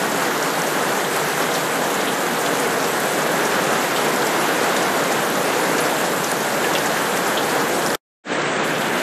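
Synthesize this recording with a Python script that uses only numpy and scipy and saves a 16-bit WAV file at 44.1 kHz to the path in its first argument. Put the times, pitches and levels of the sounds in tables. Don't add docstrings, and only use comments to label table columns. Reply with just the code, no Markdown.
import sys
import numpy as np
from scipy import signal
from scipy.fft import rfft, irfft, next_fast_len
from scipy.io import wavfile
from scipy.ndimage import uniform_filter1d, map_coordinates

SR = 44100
rng = np.random.default_rng(int(sys.argv[2]) if len(sys.argv) > 2 else 0)


def digitize_waveform(pressure):
    field = np.atleast_2d(pressure).T
    bounded = np.clip(field, -1, 1)
    quanta = np.round(bounded * 32767).astype(np.int16)
    wavfile.write(sys.argv[1], SR, quanta)


N = 397782
TOP_HZ = 14600


def amp(db):
    return 10 ** (np.asarray(db) / 20)


def unit(x):
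    return x / np.sqrt(np.mean(x ** 2) + 1e-20)


def curves(rows):
    times, *columns = np.transpose(rows)
    return [np.interp(np.arange(N) / SR, times, column) for column in columns]


def wobble(rate):
    return map_coordinates(rng.standard_normal(int(N * rate / SR) + 4), [np.arange(N) * rate / SR])


def filtered(x, response):
    size = next_fast_len(len(x) + 8192)
    return irfft(rfft(x, size) * response(np.fft.rfftfreq(size, 1 / SR)), size)[:len(x)]


def shaped(x, tone):
    freqs, db = np.transpose(tone)
    return filtered(x, lambda hz: amp(np.interp(np.log(hz + 1), np.log(freqs), db)))


def low_pass(x, edge_hz):
    return filtered(x, lambda hz: 1 / (1 + (hz / edge_hz) ** 120))


def rush(patchy_db):
    noise = signal.stft(rng.standard_normal(N), nperseg=512)[2]
    patches = uniform_filter1d(rng.standard_normal(noise.shape), size=12, axis=0)
    patches = uniform_filter1d(patches, size=9, axis=1)
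    return unit(signal.istft(noise * amp(patchy_db * unit(patches)), nperseg=512)[1][:N])


def impacts(starts, sizes, pitch_hz, cycles):
    age = np.arange(160)
    turns = pitch_hz[:, None] * age / SR
    waves = (sizes * np.sqrt(pitch_hz))[:, None] * np.sin(2 * np.pi * turns) * np.exp(-turns / cycles)
    places = (starts * SR).astype(int)[:, None] + age
    return unit(np.bincount(places.ravel(), waves.ravel(), N)[:N])


# f/Hz, level/dB
ROOF_TONE = [(25, -53), (60, -50), (88, -28.5), (112, -21), (150, -5), (240, -4.5), (290, -3.5),
             (420, -2.5), (570, -2), (800, -4.5), (1100, -11), (2000, -34.5), (4000, -61.5)]
def roofs():
    return unit(shaped(rush(patchy_db=.5), ROOF_TONE))


# f/Hz, half width/Hz, level/dB
AWNING_NOTES = [(284, 15, -20.5), (345, 20, -20), (407, 12, -17), (481, 29, -11)]
# t/s, then one level/dB per note, lowest first
NOTE_BOOSTS = [(0, 6, 6.5, -2, -1.5), (1.3, 3, -1, -1, 3.5), (2.0, 10, -1, -2, 1), (2.7, 10.5, 1, 3, 2.5),
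               (3.4, -9, 2, 3, -2), (4.5, -10, 9, 0.5, 0), (5.8, 6, -1, 5, 5), (6.2, 1, -8.5, -4, -9),
               (7.5, 1, 0, 0, 0), (8.6, -3, 6.5, -3, -9.5)]
def awning():
    out = np.zeros(N)
    for (centre, width, db), boost_db in zip(AWNING_NOTES, curves(NOTE_BOOSTS)):
        gain = amp(db + boost_db + 1.1 * wobble(4.4))
        ring = filtered(rng.standard_normal(N), lambda hz: 1 / (1 + ((hz - centre) / width) ** 2))
        out += gain * unit(ring)
    return out


# f/Hz, level/dB
ROAD_TONE = [(300, -48), (700, -2), (1000, -1), (1250, -0.5), (1600, 0.3), (1850, -3.5), (2000, -4.5),
             (2400, -8.5), (3400, -11.5), (4500, -15.5), (7000, -22), (14000, -54)]
def road():
    return unit(shaped(rush(patchy_db=.7), ROAD_TONE)) * amp(.5 * wobble(14))


# f/Hz, level/dB
SPRAY_TONE = [(1500, -39), (3500, -7), (5000, -9), (6300, -1), (7800, 2), (8700, -2.5), (11500, -2),
              (14000, -5), (15000, -32)]
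def spray(spurts):
    return amp(0.43 * spurts) * unit(shaped(rush(patchy_db=1.67), SPRAY_TONE))


# f/Hz, level/dB
PATTER_TONE = [(500, -25.5), (1500, -1.5), (3200, 1.5), (5000, 0), (7700, 7), (8800, -12.5), (12000, 5.5),
               (14000, -8), (15000, -12.5)]
def patter(count, spread_db, cycles):
    when, distance, pitch = rng.random((count, 3)).T
    sizes = amp(spread_db * -np.log(distance + 1 / 40))
    drops = impacts(when * N / SR, sizes, 1500 * 9 ** pitch, cycles)
    return unit(shaped(drops, PATTER_TONE))


def splashes(count, spread_db, centre_hz, cycles, scatter_s=.006, droplets=40):
    when, distance, pitch = rng.random((count, 3)).T[:, :, None]
    delay = rng.gamma(2, 1, (count, droplets))
    nearness = amp(spread_db * -np.log(distance + 1 / 7))
    sizes = nearness * np.exp(-delay / 10) * rng.uniform(-0.92, 1, delay.shape)
    hz = centre_hz * 2 ** (2 * pitch - 1 + 0.21 * rng.standard_normal(delay.shape))
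    starts = when * N / SR + delay * scatter_s
    return impacts(starts.ravel(), sizes.ravel(), np.minimum(hz, TOP_HZ).ravel(), cycles)


# t/s, roof level/dB, road level/dB
RAIN_STRENGTH = [(0, -24.5, -24.5), (0.8, -24.5, -24.5), (1.05, -25.5, -24.5), (1.4, -24, -24),
                 (2.3, -24.5, -25.5), (3.3, -23.5, -23.5), (4.75, -23, -23), (5.3, -23.5, -24),
                 (5.75, -23.2, -23), (6.15, -24, -25.5), (6.7, -24, -24), (7.0, -24.5, -24),
                 (7.6, -22.5, -24.5), (8.4, -25.5, -26), (9.0, -24, -26)]
def rain():
    roof_db, road_db = curves(RAIN_STRENGTH)
    spurts = wobble(30)
    roar = amp(roof_db + .5 + 0.19 * wobble(7.4)) * (roofs() + awning())
    hiss = amp(road_db + 0.56) * road()
    mist = amp(-2.5) * spray(spurts)
    drops = amp(-7.5) * patter(count=4500, spread_db=2.6, cycles=1.1)
    runoff = amp(-9.0) * splashes(count=400, spread_db=1.0, centre_hz=6270, cycles=3.2)
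    puddles = amp(-13) * splashes(count=160, spread_db=6.5, centre_hz=3390, cycles=2.6)
    return roar + hiss + amp(-30.5) * (mist + drops + runoff + puddles)


def spatter(t, centre_hz, octaves, grain_db):
    band = lambda hz: 1 / (1 + (np.log2((hz + 1) / centre_hz) / octaves) ** 2) ** 2
    clumps = amp(grain_db * unit(uniform_filter1d(rng.standard_normal(len(t)), size=40)))
    return unit(filtered(clumps * rng.standard_normal(len(t)), band))


# t/s, level/dB, f/Hz, half width/octaves, time to fade by 60 dB/s
EAVES_DRIPS = [(.426, -30.5, 6100, .5, 0.096), (1.047, -27, 3100, .5, .07), (1.163, -28, 9500, .8, .06),
               (1.515, -29, 3500, .5, .09), (1.541, -27, 5600, .3, 0.13), (1.943, -26, 6900, .3, .05),
               (2.074, -22, 3260, .33, .12), (2.463, -27.5, 3300, .55, 0.12), (2.598, -24.5, 7900, .6, .07),
               (3.219, -27, 6200, .3, .06), (3.452, -23.5, 6500, .55, .08), (3.964, -23, 3300, .45, 0.11),
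               (4.22, -27, 3800, .6, .07), (4.267, -29, 6000, 1, .08), (4.764, -27, 3800, .45, 0.23),
               (4.765, -29, 7000, .5, .15), (5.124, -24.5, 5500, 1.2, .06), (5.782, -26, 5600, .9, .08),
               (5.805, -26.5, 10200, .3, 0.14), (6.243, -31.5, 6200, .4, .08), (6.315, -30, 9500, .4, .08),
               (6.644, -25, 2500, .55, .12), (6.735, -27.5, 6000, .6, .08), (6.753, -19, 2850, .5, 0.12),
               (6.78, -27, 5500, 1, .08), (6.859, -25.5, 7000, .5, .08), (7.173, -36, 6000, .4, .07),
               (7.374, -22, 3100, .48, 0.15), (7.494, -29, 5000, .5, .1), (7.824, -30, 3300, 1, .12),
               (7.868, -28, 6340, .45, .07)]
def drips():
    out, t = np.zeros(N + SR), np.arange(-SR // 50, SR // 5) / SR
    for s, db, centre_hz, octaves, fade_s in EAVES_DRIPS:
        rise_s = 0.0019 * (3000 / centre_hz) ** 0.77
        swell = np.exp(np.minimum(t, 0) / rise_s)
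        fall = amp(db - 60 * np.maximum(t, 0) / fade_s)
        splash = swell * fall * spatter(t, centre_hz, octaves, grain_db=0.5)
        out[round((s + t[0]) * SR):][:len(t)] += splash
    return out[:N]


# t/s, level/dB, f/Hz, half width/octaves, time to fade by 60 dB/s
HARD_DROPS = [(.427, -17, 5600, .4, 0.0079), (.619, -18, 6400, .45, .014), (1.163, -20, 9000, .9, .014),
              (2.4615, -21, 3400, .9, .014), (2.828, -23, 6200, .4, .012), (3.002, -21, 11000, .5, .012),
              (4.161, -21, 7000, .6, .012), (4.268, -20, 7000, 1.2, .014), (5.302, -23, 11000, .5, .014),
              (5.785, -23, 7000, .5, .01), (6.2437, -17, 6200, .5, .012), (6.316, -15, 7500, 1, .012),
              (6.7522, -13.5, 2900, 1.2, 0.0071), (6.784, -22, 5200, .6, .014),
              (7.1745, -22, 5400, .4, .012), (7.863, -13.5, 5800, .55, 0.008),
              (7.9033, -19, 4500, .3, 0.012), (7.9486, -14.5, 4500, 1.8, .011)]
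def ticks():
    out, t = np.zeros(N + SR), np.arange(SR // 20) / SR
    for s, db, centre_hz, octaves, fade_s in HARD_DROPS:
        fall = amp(db - 60 * t / fade_s)
        click = unit(fall * spatter(t, centre_hz, octaves, grain_db=3.0))
        out[round(s * SR):][:len(t)] += np.sqrt(np.mean(fall ** 2)) * click
    return out[:N]


# t/s, level/dB, f/Hz
ENGINE_HUM = [(0, -76, 70), (1.75, -72, 70), (2.1, -59, 73), (2.8, -62.5, 73.5), (3.6, -59.5, 75.5),
              (4.6, -57, 79), (4.8, -57, 71), (5.3, -65, 70.7), (6.2, -58.5, 71.3), (7.85, -52, 74.3),
              (8.3, -69.5, 74)]
def traffic():
    db, hz = curves(ENGINE_HUM)
    phase = 2 * np.pi * np.cumsum(hz * (1 + .015 * wobble(12))) / SR
    return amp(db + 1.2 * wobble(5)) * unit(np.sin(phase))


# t/s, level/dB, f/Hz, pitch slide/(octaves per s)
BUBBLES = [(6.644, -15.5, 1790, -3.5), (6.65, -17.5, 319, 7.5), (6.661, -13.5, 450, 4),
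           (6.741, -17, 560, .5)]
def plops(rise_s=0.0077, fade_s=.11):
    out, t = np.zeros(N + SR), np.arange(SR // 5) / SR
    for s, db, hz, slide in BUBBLES:
        phase = 2 * np.pi * np.cumsum(hz * 2 ** (slide * t)) / SR
        loudness = amp(db - 60 * t / fade_s) * (1 - np.exp(-t / rise_s))
        out[round(s * SR):][:len(t)] += loudness * unit(np.sin(phase))
    return out[:N]


def scene():
    return (rain() + drips() + ticks() + traffic() + plops())[None]


# f/Hz, level/dB
RETURN_TONE = [(100, 2.5), (340, 2), (550, 1), (900, -1.5), (1500, 1.5), (2100, 3.5), (3200, 2),
               (5500, -3.5), (14000, -3.5)]
def record(dry):
    cut_s, return_s, fade_s, clear_s = 7.956, 8.236, .09, 8.635
    t = np.arange(N) / SR
    early = dry[0] * np.where(t < cut_s, 1, amp(-18 - 60 * abs(t - cut_s) / .05))
    fade_in = np.clip((t - return_s) / fade_s, 0, 1) ** 1.4
    late = shaped(dry[0], RETURN_TONE) * fade_in
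    muffled = low_pass(late, edge_hz=8500)
    clear = np.clip((t - clear_s) / .015, 0, 1)
    return low_pass(early + clear * late + (1 - clear) * muffled, TOP_HZ)[None]


dry = scene()
out = record(dry)
digitize_waveform(out)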